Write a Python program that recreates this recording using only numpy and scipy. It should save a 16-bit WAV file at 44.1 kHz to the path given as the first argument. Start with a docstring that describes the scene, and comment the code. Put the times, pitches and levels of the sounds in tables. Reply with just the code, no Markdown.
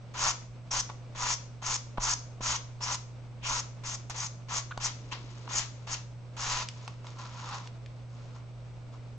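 """Short, hissing strokes of a hand brushing eraser crumbs off drawing paper taped to a board, close to
a stereo pair of microphones in a small room. Each stroke lands softly, shakes the board, rasps over
the paper's tooth and leaves with a bright hiss, all from tiny slips of skin on the fibres.
Fingers knock, crumbs tick, and at the end hand and sleeve slide slowly back.
Mains hum and a little air lie underneath."""
import sys
import numpy as np
from scipy import signal
from scipy.fft import rfft, irfft, next_fast_len
from scipy.io import wavfile
from scipy.ndimage import uniform_filter1d

SR = 44100
rng = np.random.default_rng(int(sys.argv[2]) if len(sys.argv) > 2 else 0)


def pcm_store(signal):
    """Save signal as 16-bit PCM."""
    levels = np.round(np.clip(np.atleast_2d(signal), -1, 1) * 32767)
    wavfile.write(sys.argv[1], SR, levels.astype(np.int16).T)


N = 404831
TIME = np.arange(N) / SR
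FFT_SIZE = next_fast_len(N, True)
FREQS = np.maximum(np.fft.rfftfreq(FFT_SIZE, 1 / SR), 1)

# Hiss of skin or wool on paper. Each row: frequency in Hz, relative density in dB.
HISS_SPECTRUM = [(3000, -43.5), (4500, -9), (5300, -3), (5800, -0.5), (6350, -0.5), (6900, -0.5),
                 (7400, -6), (8000, -16), (8700, -22.5)]
# How alike the rubbing is at the two microphones. Each row: frequency in Hz, likeness from 0 to 1.
RUB_LIKENESS = [(1100, 1), (1450, 0.65), (2100, 0.1), (2800, 0.25), (5000, 0.5), (6600, 1), (8000, 0.1)]


def from_db(db):
    """Decibels to gain."""
    return 10 ** (np.asarray(db) / 20)


def rms_one(x):
    """Scale to rms 1."""
    return x / np.sqrt(np.mean(x ** 2) + 1e-20)


def in_time(rows, outside=None):
    """The columns of a table that starts with seconds, at every sample."""
    times, *columns = np.transpose(rows)
    return [np.interp(TIME, times, column, outside, outside) for column in columns]


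def over_hz(points):
    """A table of (Hz, value) at every frequency."""
    hz, value = np.transpose(points)
    return np.interp(np.log(FREQS), np.log(hz), value)


def drift(rate):
    """A smooth random curve of rms 1 that changes about rate times a second."""
    spectrum = rfft(rng.standard_normal(FFT_SIZE)) / (1 + (FREQS / rate) ** 2)
    return rms_one(irfft(spectrum, FFT_SIZE)[:N])


def swell(middle, length, level_db):
    """A bell-shaped gain that stays above half its height for length seconds."""
    return from_db(level_db) * .5 ** np.minimum((2 * (TIME - middle) / length) ** 2, 40)


def band(x, low_hz, high_hz):
    """A gentle band-pass."""
    return signal.sosfilt(signal.butter(2, [low_hz, high_hz], "band", fs=SR, output="sos"), x + 1e-18)


def band_noise(shape, low_hz, high_hz):
    """A band of noise with rms 1."""
    return rms_one(band(rng.standard_normal(shape), low_hz, high_hz))


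def cut_above(x, hz):
    """A very steep low-pass."""
    return signal.sosfilt(signal.ellip(10, .1, 70, hz, fs=SR, output="sos"), x)


def clicks_at(times, level_db):
    """One click at each time."""
    out = np.zeros(N)
    out[np.round(times * SR).astype(int)] = from_db(level_db)
    return out


def dying(clicks, t60):
    """Each click becomes a gain that dies away."""
    return signal.lfilter([1], [1, -from_db(-60 / (t60 * SR))], clicks + 1e-18)


def ring(clicks, hz, t60):
    """A unit click sets a sine of height 1 ringing."""
    decay, step = from_db(-60 / (t60 * SR)), 2 * np.pi * hz / SR
    return signal.lfilter([0, np.sin(step)], [1, -2 * decay * np.cos(step), decay ** 2], clicks + 1e-18)


def whistle(hz, width_hz):
    """Narrow noise around a pitch that may move."""
    wander = drift(width_hz) + 1j * drift(width_hz)
    return np.real(wander * np.exp(2j * np.pi * np.cumsum(hz) / SR))


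def coloured(drive, colour, likeness):
    """Two unrelated drives become a stereo pair with this spectrum and likeness; the mid has rms 1."""
    alike = np.clip(over_hz(likeness), 0, 1)
    spectra = rfft(drive, FFT_SIZE) * from_db(over_hz(colour)) * np.sqrt([1 + alike, 1 - alike])
    mid, side = irfft(spectra, FFT_SIZE)[:, :N]
    return (mid + side * [[1], [-1]]) / np.std(mid)


def toward(x, lead_ms, pan_db):
    """The nearer microphone hears a sound earlier and louder; positive is left."""
    return np.array([from_db(side * pan_db) * np.interp(TIME + side * lead_ms / 1000, TIME, channel)
                     for side, channel in zip((.5, -.5), x)])


def out_of_step(hiss):
    """The hiss reaches the two microphones out of phase; its mid keeps its level."""
    # Each row: frequency in Hz, lead of the left microphone in radians.
    phase_lead = [(4900, 0.94), (5500, 0.37), (7000, 0.44)]
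    turn = 1j * np.tan(np.clip(over_hz(phase_lead), 0, 2) / 2)
    return irfft(rfft(hiss, FFT_SIZE) * np.array([1 + turn, 1 - turn]), FFT_SIZE)[:, :N]


def room_tone():
    """Mains hum swells slightly and wavers over a deep, unsteady drone, soft air and rumble."""
    # Tones of the hum. Each row: frequency in Hz, rms level in dB before swell and panning.
    hum_tones = [(119.8, -44), (237, -72), (504.5, -73.5)]
    # Spectra of the room's air and rumble. Each row: frequency in Hz, relative density in dB.
    air_spectrum = [(120, -12), (240, 0), (370, -6), (560, -2), (800, -8), (1400, -12), (1800, -18),
                    (2250, -15), (3000, -19), (6300, -24), (7500, -30), (8500, -44)]
    rumble_spectrum = [(15, 10.5), (30, 9), (48, 3.5), (65, 12.5), (110, 8), (170, 9.5), (260, -5),
                       (500, -110.5)]
    # How alike both are at the two microphones. Each row: frequency in Hz, likeness from 0 to 1.
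    likeness = [(30, 0.12), (600, 0.75), (1100, 0.54), (1700, 0.32), (5500, 0.32), (7200, 0.34)]
    hum = sum(np.sqrt(2) * from_db(db) * np.sin(2 * np.pi * (hz * TIME + rng.random()))
              for hz, db in hum_tones)
    swell_db = np.interp(TIME, [0, 1.0, 3.5], [-2.2, -1.0, 0])
    hum = hum * from_db(swell_db + 0.19 * drift(1.7)) * from_db([[-.65], [.65]])   # a little to the right
    air = coloured(rng.standard_normal((2, N)), air_spectrum, likeness) * from_db(-57 + 1.1 * drift(12))
    rumble = from_db(-57) * coloured(rng.standard_normal((2, N)), rumble_spectrum, likeness)
    drone = from_db(-62) * whistle(hz=np.full(N, 49.5), width_hz=3.7)
    return hum + drone + air + rumble


def whine(hz=8000):
    """A very faint, steady electronic tone."""
    return np.sqrt(2) * from_db(-84) * np.sin(2 * np.pi * hz * TIME)


def reverb(x, wet_db, t60=0.38, first_wall_s=.006):
    """The small room returns a diffuse tail, different at each microphone."""
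    t = TIME[:SR]
    tail = band(rng.standard_normal((2, SR)), low_hz=296, high_hz=7040)
    tail *= from_db(-60 * t / t60) * (t > first_wall_s)
    tail /= np.sqrt(np.sum(tail ** 2, axis=1, keepdims=True))
    return from_db(wet_db) * signal.fftconvolve(x, tail, axes=1)[:, :N]


def forearm():
    """A faint low rumble while the arm leans on the board."""
    return swell(middle=5.2, length=0.69, level_db=-58) * band_noise(N, low_hz=177, high_hz=380)


def bright_onsets():
    """Thin, very bright bursts of noise at the start of some strokes."""
    # Each row: start in seconds, level in dB.
    bursts = [(.138, -59), (0.715, -45), (1.62, -62), (3.838, -54), (4.098, -43), (6.366, -55)]
    times, level_db = np.transpose(bursts)
    return dying(clicks_at(times, level_db), t60=0.02) * band_noise((2, N), low_hz=6000, high_hz=8500)


def crumb_ticks(rattle_db=-12, rattle_t60=0.022):
    """A crumb gives way in one sharp crack around its own pitch, and the paper rattles briefly."""
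    # Each row: start in seconds, peak of the crack in dB, pitch in Hz.
    ticks = [(2.589, -44, 6200), (2.946, -21, 5000), (4.7762, -26.5, 4260), (6.6873, -21.5, 4300),
             (6.878, -29.5, 4900), (7.069, -31.5, 3270), (7.4904, -31.5, 5740), (7.674, -33, 3440),
             (7.8614, -38, 3400)]
    out, t = np.zeros((2, N)), TIME[:SR // 20]
    for start, peak_db, hz in ticks:
        edges = hz / 2, hz * np.sqrt(2)
        crack = band(1.0 * (t == 0), *edges)
        white = rng.standard_normal(len(t)) + .5 * rng.standard_normal((2, len(t)))
        rattle = from_db(rattle_db - 60 * t / rattle_t60) * rms_one(band(white, *edges))
        at = round(start * SR)
        out[:, at:at + len(t)] += from_db(peak_db) * (crack / np.abs(crack).max() + rattle)
    return out


def fingertip_catch(start_s=4.709, length_s=0.017, pitch_hz=1370):
    """A fingertip sticks and slips in one short, abrupt chirp with a scratchy edge above it."""
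    gate = 1.0 * (np.abs(TIME - start_s - length_s / 2) < length_s / 2)
    held = uniform_filter1d(gate, SR // 500)   # 2 ms edges
    chirp = np.sqrt(2) * np.sin(2 * np.pi * np.cumsum(pitch_hz + 200 * drift(200)) / SR)
    scratch = rms_one(cut_above(band_noise(N, low_hz=1000, high_hz=3560), hz=4400))
    return from_db(-40.5) * held * (chirp + from_db(-7) * scratch)


def finger_taps():
    """Each landing slaps the paper and rings the board; weight drives the low modes and cuts the slap."""
    # Each row: start in seconds, relative knock level in dB, weight as extra dB for the low modes.
    landings = [(.154, -45, -2), (0.891, -45.5, -16), (0.898, -40, -20), (1.623, -43.5, -4),
                (1.974, -37.5, -10), (1.98, -31, 6), (2.406, -48.5, 15), (2.807, -48.5, -19),
                (4.098, -41.5, -19), (4.775, -35.5, 4), (5.476, -41, -12), (5.874, -45.5, -26),
                (6.368, -48.5, -29), (6.878, -42, -25), (7.044, -51, -15)]
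    # The board's modes. Each row: frequency in Hz, relative level in dB, seconds to fall 60 dB.
    modes = [(30, -19.5, 0.18), (200, -14.5, 0.022), (640, -7.5, 0.0098), (840, 0.5, 0.012),
             (980, -7.5, 0.044), (1110, -7, .035), (1480, -3, 0.0087)]
    times, knock_db, weight_db = np.transpose(landings)
    scatter_db = 2 * rng.standard_normal((len(landings), len(modes)))
    knock = 0
    for k, (hz, mode_db, t60) in enumerate(modes):
        blow_db = knock_db + weight_db if hz < 700 else knock_db
        blows = clicks_at(times, blow_db + mode_db + scatter_db[:, k])
        knock = knock + (-1) ** k * ring(blows, hz, t60)
    pad = signal.windows.hann(SR // 1500)   # a soft fingertip presses for about 0.6 ms
    knock = from_db(12.5) * signal.lfilter(pad / pad.sum(), [1], knock)
    slap = dying(clicks_at(times, knock_db - 10 - 0.45 * weight_db), t60=0.036)
    return knock + slap * band_noise((2, N), low_hz=1400, high_hz=3480)


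def slips(per_s, size_db):
    """Skin or wool lets go of paper fibres in tiny random slips of uneven size."""
    sizes = from_db(size_db * np.minimum(rng.exponential(1, (2, N)), 4)) * rng.standard_normal((2, N))
    return sizes * (rng.random((2, N)) < per_s / SR)


def rub(board_gain, rasp_gain, hiss, judder_db, graze=0, dull_hz=3200):
    """Slips shake the board and rasp on the paper, dully in a graze; the grip judders the hiss too."""
    # The hand's place before the microphones. Each row: time in seconds, left lead in ms, pan in dB.
    path = [(.2, 0.074, 0.5), (2.1, 0.054, -0.5), (3.5, 0.092, 0), (5.6, 0.096, 1.3), (6.4, 0.03, -0.5)]
    # Spectra of the rubbed board and the paper's tooth. Each row: frequency in Hz, relative density in dB.
    board_spectrum = [(130, -20), (220, -12.5), (330, -22), (620, -10.5), (740, -8.5), (850, -1.5),
                      (915, -1.5), (980, 3.5), (1230, -3), (1370, 0), (1700, -15), (3500, -53)]
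    tooth_spectrum = [(900, -28), (1700, 1.5), (2230, 2), (2450, 2), (2750, 2), (4200, 2), (5200, -0.5),
                      (6000, -6), (8000, -37)]
    lead_ms, pan_db = in_time(path)
    grip = from_db(judder_db * drift(90) + 1.5)
    board_gain = board_gain * from_db(drift(50))
    # the board rings on between slips, which smooths its share of the judder
    board = board_gain * coloured(grip * slips(per_s=3000, size_db=-0.5), board_spectrum, RUB_LIKENESS)
    tooth = coloured(slips(per_s=20000, size_db=1.0), tooth_spectrum, RUB_LIKENESS)
    dull = signal.lfilter(*signal.butter(1, dull_hz, fs=SR), tooth)
    rasp = rasp_gain * grip * (tooth + graze * (dull - tooth))
    return (toward(board, 1.3 * lead_ms, .3 * pan_db)
            + toward(rasp, lead_ms, pan_db + 2.5)
            + toward(hiss * grip, 0, pan_db + 2.0))


def sleeve(typical_board_db=-46.5, typical_rustle_db=-56.5):
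    """Wool slides lightly over the edge of the sheet, its fibres crackling finely."""
    # The long slide back. Each row: time in seconds, drive of the board in dB.
    slide = [(7.11, -65), (7.15, -66.5), (7.196, -48.5), (7.256, -49.5), (7.278, -54), (7.55, -41.5),
             (7.605, -52.5), (7.668, -56.5), (7.72, -84)]
    # Soft shifts. Each row: middle and length in seconds, drive of the board and of the rustle in dB.
    shifts = [(5.361, 0.82, -63.5, -66.5), (6.83, 0.21, -61.5, -65.5), (7.083, 0.056, -52.5, -62),
              (8.196, 0.17, -64.5, -71.5), (8.362, 0.05, -58.5, -70), (8.942, 0.028, -53.5, -69.5)]
    slide_db, = in_time(slide, outside=-140)
    board = from_db(slide_db)
    rustle = from_db(typical_rustle_db + 0.88 * (slide_db - typical_board_db))
    for middle, length, board_db, rustle_db in shifts:
        board += swell(middle, length, board_db)
        rustle += swell(middle, length, rustle_db)
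    # one hollow note from the board swells as the sleeve bears down
    hollow = board ** 2 * from_db(-7 - typical_board_db) * whistle(hz=np.full(N, 1070), width_hz=150)
    fibres = coloured(slips(per_s=990, size_db=-4.5), HISS_SPECTRUM, RUB_LIKENESS)
    return rub(board * from_db(-0.5), rustle * from_db(3.0), rustle * fibres, judder_db=-1.5) + hollow


def skin_squeaks():
    """Narrow hiss flares where the skin grips, gliding from one pitch to the next."""
    # Each row: middle and length in seconds, relative level in dB, pitch in Hz.
    squeaks = [(.717, 0.0099, -30, 5700), (.77, 0.0085, -29.5, 6300), (.803, 0.012, -32.5, 5650),
               (1.33, 0.042, -36, 5800), (2.563, 0.0083, -31, 6200), (2.838, .03, -36, 5450),
               (3.595, 0.016, -34.5, 5900), (4.205, 0.0088, -33, 6000)]
    middles, _, _, pitches = np.transpose(squeaks)
    gain = sum(swell(middle, length, db) for middle, length, db, _ in squeaks)
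    return gain * whistle(np.interp(TIME, middles, pitches), width_hz=340)


def skin_scrape(graze_gain):
    """A stroke's first graze, and now and then a bite of dry skin, scrape lower than the hiss."""
    # Bites into the paper. Each row: middle and length in seconds, level in dB.
    bites = [(3.462, 0.048, -40), (5.126, 0.014, -38.5), (5.947, 0.011, -40), (6.57, 0.041, -46)]
    gain = graze_gain * from_db(-11.5) + sum(swell(*bite) for bite in bites)
    return gain * rms_one(band(slips(per_s=7400, size_db=0.0), low_hz=2310, high_hz=3300))


def stroke_envelopes():
    """Pressure arches through each stroke; follow-through holds the hiss to the lift and ends it crisply."""
    # Each row: touch, full speed and lift in seconds, pressure as drive of the board in dB, drive of
    # the hiss in dB, follow-through from 0 (brakes on the paper) to 1 (leaves at full speed).
    strokes = [(.138, .218, .312, -33.6, -31, .87), (.708, .711, .809, -37, -34, 1),
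               (1.148, 1.23, 1.343, -37, -35, .93), (1.617, 1.666, 1.764, -38.8, -33.8, .98),
               (1.997, 2.028, 2.139, -36.6, -31.8, 1), (2.407, 2.436, 2.561, -37, -35.3, .74),
               (2.805, 2.829, 2.955, -39.3, -38, 1), (3.428, 3.47, 3.603, -38.7, -35.3, .91),
               (3.836, 3.862, 3.956, -45.4, -39.6, .97), (4.097, 4.098, 4.11, -43, -41, .6),
               (4.14, 4.18, 4.267, -45, -38.5, .85), (4.484, 4.54, 4.598, -40.4, -35.8, .7),
               (4.798, 4.846, 4.882, -41, -31.4, .2), (5.114, 5.116, 5.146, -43.5, -46, .25),
               (5.488, 5.56, 5.621, -40, -30, .22), (5.869, 5.931, 5.958, -45.3, -33.3, .1),
               (6.365, 6.405, 6.627, -37.8, -39, .68)]
    touch_db, attack_s, settle_s = -47.5, 0.0034, 0.0099   # quicker than settle_s, a stroke lands hard
    ease_db, boom_db = 4, 2   # pressure eases toward the lift; the board booms where it peaks
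    skim_db, bulge_db, choke_db = 2, 7, 9.5   # a full sweep rasps less and chokes the hiss's midway bulge
    board, rasp, hiss, pressure, graze = np.zeros((5, N))
    for touch, full, lift, press_db, hiss_db, follow in strokes:
        release_s = np.interp(follow, [0, 1], [0.12, 0.0099])   # time to fall 30 dB
        now = (TIME >= touch) & (TIME < lift + 2 * release_s)
        t, middle = TIME[now], (full + lift) / 2
        lifted_db = -30 * np.maximum(t - lift, 0) / release_s
        contact_db = lifted_db - 9 * np.exp((touch - t) / attack_s)
        landing = np.clip((middle - t) / (middle - touch), 0, 1) ** 2
        leaving = np.clip((t - middle) / (lift - middle), 0, 1) ** 2
        pressure[now] = 1 - landing - leaving
        graze[now] = np.sqrt(landing)

        soft_db = (press_db - touch_db) * (1 - np.exp((touch - full) / settle_s))
        arch_db = contact_db - soft_db * landing - ease_db * leaving
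        rasp_db = -46.5 + 0.85 * (press_db - touch_db) - skim_db * follow ** 3
        board[now] += from_db(press_db + arch_db + boom_db * (pressure[now] ** 6 - .5))
        rasp[now] += from_db(rasp_db + arch_db)

        slow_db = rasp_db - soft_db - 5.5   # the hiss before the hand gathers speed
        change_db = np.interp(follow, [0, 1], [-18, 3])   # from full speed to lift
        midway_db = hiss_db + change_db / 2 + bulge_db - choke_db * follow ** 3
        hiss_points_db = [slow_db, hiss_db, midway_db, hiss_db + change_db]
        hiss[now] += from_db(np.interp(t, [touch, full, middle, lift], hiss_points_db) + contact_db)
    return board, rasp, hiss, pressure, graze


def hand():
    """Strokes shake the board and rasp on the paper; the finest slips merge into a bright hiss."""
    board_gain, rasp_gain, hiss_gain, pressure, graze = stroke_envelopes()
    scrape = skin_scrape(rasp_gain * graze)
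    # a soft whistle wanders and climbs in mid-stroke
    singing = from_db(-8) * whistle(hz=5950 + 450 * pressure + 380 * drift(20), width_hz=160)
    flutter = from_db(1.2 * drift(35))
    hiss = from_db(-3.0) * coloured(slips(per_s=24000, size_db=2.5), HISS_SPECTRUM, RUB_LIKENESS)
    bright = out_of_step(hiss_gain * flutter * (hiss + singing) + from_db(-2.5) * skin_squeaks())
    heave = board_gain * from_db(-10.5) * band_noise(N, low_hz=2.5, high_hz=46.5)
    return rub(board_gain, rasp_gain, bright, judder_db=0.77, graze=graze) + scrape + heave


def scene():
    """Close work on the paper over the room tone, its top cut steeply, with bright onsets added."""
    paper = hand() + sleeve() + forearm() + finger_taps() + crumb_ticks() + fingertip_catch()
    at_microphones = paper + reverb(paper, wet_db=-13.5) + room_tone() + whine()
    return cut_above(at_microphones, hz=8550) + bright_onsets()


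def record(dry):
    """The recorder cuts the top steeply."""
    return cut_above(dry, hz=14000)


dry = scene()
out = record(dry)
pcm_store(out)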